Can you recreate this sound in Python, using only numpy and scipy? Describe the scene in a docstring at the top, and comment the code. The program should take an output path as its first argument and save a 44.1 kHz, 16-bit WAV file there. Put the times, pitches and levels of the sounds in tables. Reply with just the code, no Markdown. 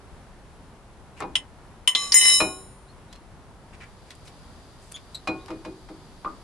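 """A garage, during work on a front brake. A steel pry bar clinks free, drops on the concrete, bounces
and rolls: every blow clacks and rings its bending modes, and grit crunches under it. The caliper bracket
knocks on the disc and booms in the wheel arch; a pad ticks, rasps and squeaks in the hand.
Behind it sit a low room hum, a late thin hiss and a far bird. A limiter flattens the bar's loud ring."""
import sys
import numpy as np
from scipy import signal
from scipy.fft import rfft, irfft, next_fast_len
from scipy.io import wavfile
from scipy.ndimage import uniform_filter1d, map_coordinates

SR = 44100
rng = np.random.default_rng(int(sys.argv[2]) if len(sys.argv) > 2 else 0)


def wrap_up_sound(samples):
    """Save the sound to the file named by the first command line argument, as 16-bit audio."""
    columns = np.atleast_2d(samples).T
    # keep every value between -1 and 1, then stretch to whole-number steps
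    tamed = np.clip(columns, -1, 1)
    steps = np.round(tamed * 32767).astype(np.int16)
    wavfile.write(sys.argv[1], SR, steps)


N = 283563
TIME = np.arange(N) / SR

# Tone of the room hum and of the hiss. Each row: frequency in Hz, level in dB.
HUM_EQ = [(15, -33.5), (25, -0.5), (81, -3.5), (111, -8), (141, -7), (300, -14), (333, -14.5), (370, -14),
          (520, -17), (925, -16.5), (2370, -29), (4560, -34), (6410, -37), (11100, -37), (13000, -57)]
HISS_EQ = [(2000, -28), (3300, -5), (4300, -5), (4600, -3), (4850, 0.5), (5150, -9), (5800, -10.5),
           (8000, -13.5), (10700, -14.5), (12500, -16.5)]
# Stereo image of the background and of the hits. Each row: frequency in Hz, left-right likeness (1 is mono).
BED_LIKENESS = [(60, 0.31), (100, 1), (180, 0.98), (300, 0.98), (520, 0.94), (880, 0.85), (1510, 0.63),
                (2590, 0.22), (4430, 0.29), (7580, 0.022), (13000, 0.3)]
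HIT_LIKENESS = [(200, 1), (1000, 0.94), (2800, 0.5), (5000, 0.445), (11000, 0.87)]
# The garage's reverb. Each row: frequency in Hz, t60 in seconds.
ROOM_T60 = [(150, 0.64), (400, 0.42), (1200, 0.21), (3000, 0.12), (10000, 0.048)]
# Bird calls. Each row: start in seconds, length in seconds, level in dB, top pitch in Hz.
CHIRPS = [(2.865, 0.058, -60.5, 4360), (3.076, .11, -62.5, 4250), (5.37, 0.07, -59.5, 3910)]
# Ticks of pad and clips. Each row: start in seconds, level in dB, centre in Hz, t60 in seconds.
TICKS = [(1.203, -48, 8060, 0.042), (3.126, -43, 3760, 0.03), (3.152, -53, 2970, 0.055),
         (4.104, -46, 3680, 0.057), (4.152, -50, 8100, 0.018), (4.273, -47, 4050, 0.055),
         (4.9171, -36, 9500, 0.023), (4.963, -37.5, 2850, 0.033), (5.148, -39.5, 5100, 0.037),
         (5.46, -53, 4100, .015)]
# Hand and pad shifting on the bracket.
# Each row: start in seconds, length in seconds, level in dB, brightness in dB per octave.
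RASPS = [(1.159, 0.064, -50.5, 3.5), (3.726, .035, -52, 2.5), (3.793, .065, -47, -1), (4.045, 0.11, -61, 6),
         (4.236, 0.076, -57.5, 12), (4.767, 0.22, -59.5, 14)]
# Tone of that rubbing. Each row: frequency in Hz, level in dB.
RASP_EQ = [(900, -20), (1500, -1.5), (2700, 1), (3400, -13.5), (8000, -18), (13000, -38)]
# Stick-slip squeaks.
# Each row: start in seconds, length in seconds, level in dB, pitch in Hz, step per overtone in dB.
SQUEAKS = [(4.94, 0.026, -34.5, 3494, -7.5), (5.145, 0.0143, -33, 4050, -9), (5.154, .026, -43, 4160, -11),
           (6.246, 0.0086, -28.5, 1073, -28), (6.257, 0.025, -27, 1200, -45)]
# Bracket knocks. Each row: start in seconds, thud level in dB, hardness as a slope in dB per octave.
KNOCKS = [(1.204, -27.5, -2), (1.222, -27.5, -2), (2.4027, -17.5, .5), (5.2733, -25.5, 3),
          (5.482, -38.5, 1.5), (5.504, -37.5, 2.5), (5.649, -37, 3), (5.888, -43.5, 2),
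          (6.247, -28.5, -4.5)]
# Modes of the bracket on the disc, and of the air in the wheel arch.
# Each row: frequency in Hz, level in dB, t60 in seconds.
BRACKET_MODES = [(630, -3.5, 0.15), (752, -10, 0.36), (883, -8.5, 0.21), (1085, -3, 0.49),
                 (1195, -1.5, 0.09), (1353, -10, 0.13), (1440, -14.5, 0.53), (1850, -21, 0.26),
                 (2461, 7, .24), (4059, -5, 0.129), (5580, -20, 0.095), (7540, -17, 0.11)]
ARCH_MODES = [(196.2, -8.5, 0.19), (277.5, -12, 0.39), (320, 1, 0.22), (380, -16.5, 1.25),
              (506.7, -5.5, 0.15), (630, -6.5, 0.1)]
# Tone of the bracket's thud, the arch's boom and the floor's grit. Each row: frequency in Hz, level in dB.
THUD_EQ = [(150, -23), (300, -9), (600, -5.5), (900, 1.5), (1300, -2.5), (1750, -8.5), (2100, -9),
           (2800, -16.5), (5000, -21), (9000, -36.5), (12500, -44)]
BOOM_EQ = [(30, -4), (80, 4), (170, 3), (250, -3), (320, 13), (420, 8), (600, -14), (1100, -39),
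           (1800, -49), (5000, -50)]
GRIT_EQ = [(150, -8), (520, -3), (900, -3.5), (1500, -4), (3200, 0.5), (4300, -4), (7000, -4),
           (10000, -10.5), (13000, -23)]
# The bar's bending modes, in close pairs. Each row: frequency in Hz, three levels in dB (struck on
# the tip, flat, on the heel), t60 in seconds, left over right in dB.
BAR_MODES = [(1017, -18, -22, -23, .18, 0), (1145, -29, -31, -13, .5, -3), (1852, -19, -8, -19, .19, 0),
             (2049, -19, -1.5, -4, .36, 0), (2530, -29, -24, -18, .34, 0), (2986, -12, -7, -15, .42, 0),
             (3055, -8.5, -22, -10, .27, 2), (3911, -28, -6, -14, .5, 1), (4005, -24, -23, 2, .28, 2),
             (5297, -21, -3, -10, .45, -6), (5346, -22, -16.5, -12, .55, -3), (6087, -23, -5, -19, .33, 3),
             (6345, -17, -28, -16, .42, 2), (6985, -17, -7, -7, .3, 0), (7030, -19, -15, -9, .62, 0),
             (8652, -11, 1.5, -18, .31, 10), (8818, -21, -20, -16, .82, 4), (9661, -13, -1.5, -8, .44, 3),
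             (10500, -27, -11.5, -24, .72, 2), (10650, -14, -5.5, -17, .36, 5),
             (11870, -30, -26, -23, .66, 3), (12000, -19, -15, -23, .4, 4), (12125, -31, -25, -24, .66, 3)]
# Blows on the bar. Each row: start in seconds, ring level in dB, place (0 tip, 1 flat, 2 heel),
# clack level in dB, contact resonance in Hz.
BAR_BLOWS = [(1.354, -20.5, 0.4, -14, 3020), (1.8751, 3, 0.13, .5, 3028), (1.9496, -17.5, 2, -4, 3450),
             (2.1205, -22.5, 0.68, -10.5, 4977), (2.142, 3.5, 0.85, 1.5, 6875),
             (2.156, 0.5, 0.57, -11, 1950), (2.211, -5, 1, -31, 3000), (2.25, -6, 0.74, -25.5, 4400),
             (2.281, -9.5, 0.92, -26.5, 3160)]

LET_GO_S, REST_S, SETTLE_S = 1.93, 2.358, 0.078  # the bar leaves the hand, comes to rest, takes to settle


def amp(db):
    """Turns dB into gain."""
    return 10 ** (np.asarray(db) / 20)


def unit(x):
    """Scales to rms 1."""
    return x / np.sqrt(np.mean(x ** 2) + 1e-20)


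def read(points, hz):
    """Reads a curve on a log-frequency axis."""
    f, value = np.transpose(points)
    return np.interp(np.log(hz + 1), np.log(f + 1), value)


def add(mix, s, sound):
    """Mixes a sound in at s seconds."""
    part = mix[:, max(round(s * SR), 0):][:, :sound.shape[-1]]
    part += sound[..., :part.shape[1]]


def ramp(t, start, length):
    """A straight fade from 0 to 1."""
    return np.clip((t - start) / length, 0, 1)


def noise(colour, size, likeness=HIT_LIKENESS):
    """Stereo noise of rms 1; colour gives dB for each frequency."""
    length = next_fast_len(size)
    hz = np.fft.rfftfreq(length, 1 / SR)
    left, other = rfft(rng.standard_normal((2, length)))
    same = np.clip(read(likeness, hz), -1, 1)
    right = same * left + np.sqrt(1 - same ** 2) * other
    return unit(irfft(np.array([left, right]) * amp(colour(hz)), length)[:, :size])


def drift(size, per_s):
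    """A smooth random wobble of rms about 1."""
    coarse = TIME[:size:16]
    wobble = map_coordinates(rng.standard_normal(2048), [coarse * per_s], order=2, mode="wrap")
    return np.interp(TIME[:size], coarse, wobble)


def strike(t, rise, t60):
    """A percussive envelope peaking at 1; times in seconds."""
    shape = (1 - np.exp(-t / rise)) * np.exp(-np.log(1000) * t / t60)
    return shape / shape.max()


def modes(table, t, rise):
    """A struck body's ring: one dying sine per mode."""
    return sum(amp(db) * np.sin(2 * np.pi * (hz * t + rng.random())) * strike(t, rise, t60)
               for hz, db, t60 in table)


def room(x, wet_db, gap_s):
    """Adds garage reflections: sparse taps of random sign, the treble dying first."""
    t = TIME[:SR // 2]
    taps = rng.choice([-1., 1.], (2, len(t))) * (rng.random((2, len(t))) < .06) * (t > gap_s)
    hz, frame_s, bands = signal.stft(taps + 0.39 * taps[::-1], SR, nperseg=256)
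    decay = np.exp(-np.log(1000) * frame_s / read(ROOM_T60, hz)[:, None])
    tail = signal.istft(bands * decay, SR, nperseg=256)[1]
    return x + amp(wet_db) * signal.fftconvolve(x, tail / np.linalg.norm(tail[0]), axes=1)[:, :N]


def room_tone(hum_db=-48, swell_db=.7, hiss_db=-60):
    """The garage's low hum, gently wavering, and a thin hiss that fades in and stays."""
    hum_gain = amp(hum_db + swell_db * drift(N, per_s=5.3))
    hum = hum_gain * noise(lambda f: read(HUM_EQ, f), N, BED_LIKENESS)
    hiss_gain = amp(hiss_db) * ramp(TIME, start=3.36, length=0.92)
    return hum + hiss_gain * noise(lambda f: read(HISS_EQ, f), N, BED_LIKENESS)


def far_bird(top_at=0.73, bend=.42):
    """Faint whistles from outdoors, each arching up to its top pitch and easing off."""
    out = np.zeros((2, N))
    for s, length, db, top_hz in CHIRPS:
        progress = np.linspace(0, 1, int(length * SR))
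        hz = top_hz * (1 - bend * (progress - top_at) ** 2)
        add(out, s, amp(db) * np.sin(np.pi * progress) * np.sin(2 * np.pi * np.cumsum(hz) / SR))
    return room(out, wet_db=1.5, gap_s=.01)


def tick(centre_hz, t60, below_db=3.0, above_db=9):
    """A snap of noise, rolling off by so many dB an octave below and above its centre."""
    def colour(hz):
        octaves = np.log2((hz + 1) / centre_hz)
        return np.where(octaves < 0, below_db * octaves, -above_db * octaves)
    return noise(colour, SR // 2) * strike(TIME[:SR // 2], rise=0.036 * t60, t60=t60)


def brake_pad(pitch_sag=.025, pitch_jitter=0.0412, chatter_db=3.0, rasp_rough_db=3):
    """Clips tick, hand and pad rasp; dry steel slipping on steel gives short unsteady squeaks."""
    out = np.zeros((2, N))
    for s, db, hz, t60 in TICKS:
        grain = amp(5.7 * drift(SR // 2, per_s=797))
        add(out, s, amp(db) * grain * tick(hz, t60))
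    for s, length, db, slope_db in RASPS:
        size = int(length * SR)
        stroke = signal.windows.tukey(size, .7) * amp(rasp_rough_db * drift(size, per_s=400))
        friction = noise(lambda f: read(RASP_EQ, f) + slope_db * np.log2(1 + f / 1000), size)
        add(out, s, amp(db) * stroke * friction)
    for s, length, db, hz, overtone_db in SQUEAKS:
        size = int(length * SR)
        bend = 1 + pitch_sag * np.linspace(.5, -.5, size) + pitch_jitter * drift(size, per_s=565)
        cycles = np.cumsum(hz * bend) / SR
        tone = sum(amp(overtone_db * k) * np.sin(2 * np.pi * (k + 1) * cycles) for k in range(3))
        envelope = amp(db + chatter_db * drift(size, per_s=446)) * signal.windows.tukey(size, .4)
        add(out, s, envelope * tone)
    return room(out, wet_db=-8.0, gap_s=.006)


def caliper_bracket(wash_db=-5, boom_delay_s=0.00906):
    """A thud, the casting's ring and a hollow boom in the wheel arch; strong, hard knocks ring most."""
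    metal, hollow, t = np.zeros((2, N)), np.zeros((2, N)), TIME[:SR // 2]
    for s, thud_db, hardness in KNOCKS:
        ring_db = 6.2 + 1.99 * thud_db + 3.84 * hardness
        boom_db = -17.5 + 0.61 * thud_db + 1.5 * hardness
        thud = noise(lambda f: read(THUD_EQ, f) + hardness * np.log2(f / 1000 + 0.052), len(t))
        add(metal, s, amp(thud_db) * thud * strike(t, rise=0.00027, t60=0.062))
        add(metal, s, amp(ring_db) * modes(BRACKET_MODES, t, rise=0.00076))
        wash = noise(lambda f: read(BOOM_EQ, f), len(t)) * strike(t, rise=0.0071, t60=0.36)
        boom = modes(ARCH_MODES, t, rise=0.015) + amp(wash_db) * wash
        add(hollow, s + boom_delay_s, amp(boom_db) * boom)
    return room(metal, wet_db=-7.0, gap_s=0.0057) + hollow


def contact(f, centre_hz, width_octaves=.13):
    """The resonance of the contact between bar and floor, peaking at 1."""
    return 1 / (1 + (np.log2((f + 1) / centre_hz) / width_octaves) ** 2)


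def softness(f, centre_hz, blow_db, db_per_octave=29):
    """A low-pass gain: a longer or weaker contact carries less treble."""
    cutoff_hz = 4.5 * centre_hz * 2 ** (blow_db / db_per_octave)
    return 1 / np.sqrt(1 + (f / cutoff_hz) ** 6)


def rolling_level():
    """Each blow of the loose bar sets it rolling; the motion dies away until it comes to rest."""
    energy = np.zeros((1, N))
    for s, db, *_ in BAR_BLOWS:
        if s > LET_GO_S:
            add(energy, s, (amp(db) * strike(TIME[:SR], rise=0.0022, t60=0.77)) ** 2)
    return np.sqrt(energy[0]) * (1 - ramp(TIME, REST_S - SETTLE_S, SETTLE_S))


def bar_on_concrete(grit_db=-22.5, skirt_db=-23, rough_db=4):
    """Each blow clacks in its contact resonance, and grit crunches under the rolling bar."""
    grit = noise(lambda f: read(GRIT_EQ, f), N) * unit(amp(rough_db * drift(N, per_s=180)))
    out = amp(grit_db) * rolling_level() * grit
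    t = TIME[:SR // 2]
    for s, ring_db, _, clack_db, centre_hz in BAR_BLOWS:
        def colour(f):
            skirt = amp(skirt_db + read(GRIT_EQ, f))
            return 20 * np.log10((contact(f, centre_hz) + skirt) * softness(f, centre_hz, ring_db))
        add(out, s, amp(clack_db) * noise(colour, len(t)) * strike(t, rise=0.00055, t60=.055))
    return room(out, wet_db=-13.5, gap_s=.005)


def bar_ring(held_t60=.14, rest_loss_db=7, waver=1.5, sways_per_s=28, rattle=.04, contact_gain=1.67):
    """Blows feed the bar's modes; the hand damps those struck while held, and rolling makes them waver."""
    out, start, t = np.zeros((2, N)), BAR_BLOWS[0][0], TIME[:2 * SR]
    rolling = np.interp(t + start, TIME, rolling_level())
    rolling = np.sqrt(rolling / rolling.max())
    settled = amp(-rest_loss_db * ramp(t + start, REST_S, SETTLE_S))  # the floor takes some of the ring
    for hz, *place_db, t60, pan_db in BAR_MODES:
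        energy = np.zeros((1, len(t)))
        for s, db, place, _, centre_hz in BAR_BLOWS:
            strength = amp(db + np.interp(place, [0, 1, 2], place_db))
            coupling = softness(hz, centre_hz, db) * (1 + contact_gain * contact(hz, centre_hz))
            ring_t60 = 1 / (1 / t60 + (s < LET_GO_S) / held_t60)
            add(energy, s - start, (strength * coupling * strike(t, rise=0.00036, t60=ring_t60)) ** 2)
        # as it rolls, left and right hear different sides of the bar, and grit jolts the ring
        level_sway, phase_sway = np.array([[drift(len(t), sways_per_s) for _ in range(2)]
                                           for _ in range(2)])
        width = min(hz / 5000, 1.3)  # higher modes spread wider
        waver_db = waver * rolling * (1.7 * drift(len(t), sways_per_s) + 2.7 * width * level_sway)
        envelope = settled * np.sqrt(energy) * amp(waver_db)
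        jolts = rolling * (width * phase_sway + rattle * drift(len(t), per_s=440))
        phase = 2 * np.pi * (hz * t + rng.random()) + jolts
        phase[1] += rng.choice([-1, 1]) * width
        add(out, start, envelope * np.sin(phase) * amp([[pan_db / 2], [-pan_db / 2]]))
    return room(out, wet_db=-8.5, gap_s=0.0014)


def scene():
    """The ringing bar up front, with everything else leaning a touch to the left."""
    lean = amp([[.4], [-.4]])
    return bar_ring() + (bar_on_concrete() + caliper_bracket() + brake_pad() + far_bird() + room_tone()) * lean


def record(dry, threshold_db=-12.5, recovery_db_per_s=110, strength=.88):
    """A limiter that grabs at once and recovers steadily, then clipped peaks and a soft top end."""
    power = uniform_filter1d((dry ** 2).mean(0), size=130)
    power_db = 10 * np.log10(abs(power) + 1e-12)
    fall_db = TIME * recovery_db_per_s
    peak_db = np.maximum.accumulate(power_db + fall_db) - fall_db
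    over_db = np.maximum(peak_db - threshold_db, 0)
    limited = dry * amp(-strength * uniform_filter1d(over_db, size=40))
    clipped = np.clip(limited, -.85, .85)
    soft_top = signal.firwin(41, 11900, fs=SR)
    band_limit = signal.firwin(511, 13300, window=("kaiser", 9), fs=SR)
    return signal.oaconvolve(clipped, np.convolve(soft_top, band_limit)[None], "same", axes=1)


dry = scene()
out = record(dry)
wrap_up_sound(out)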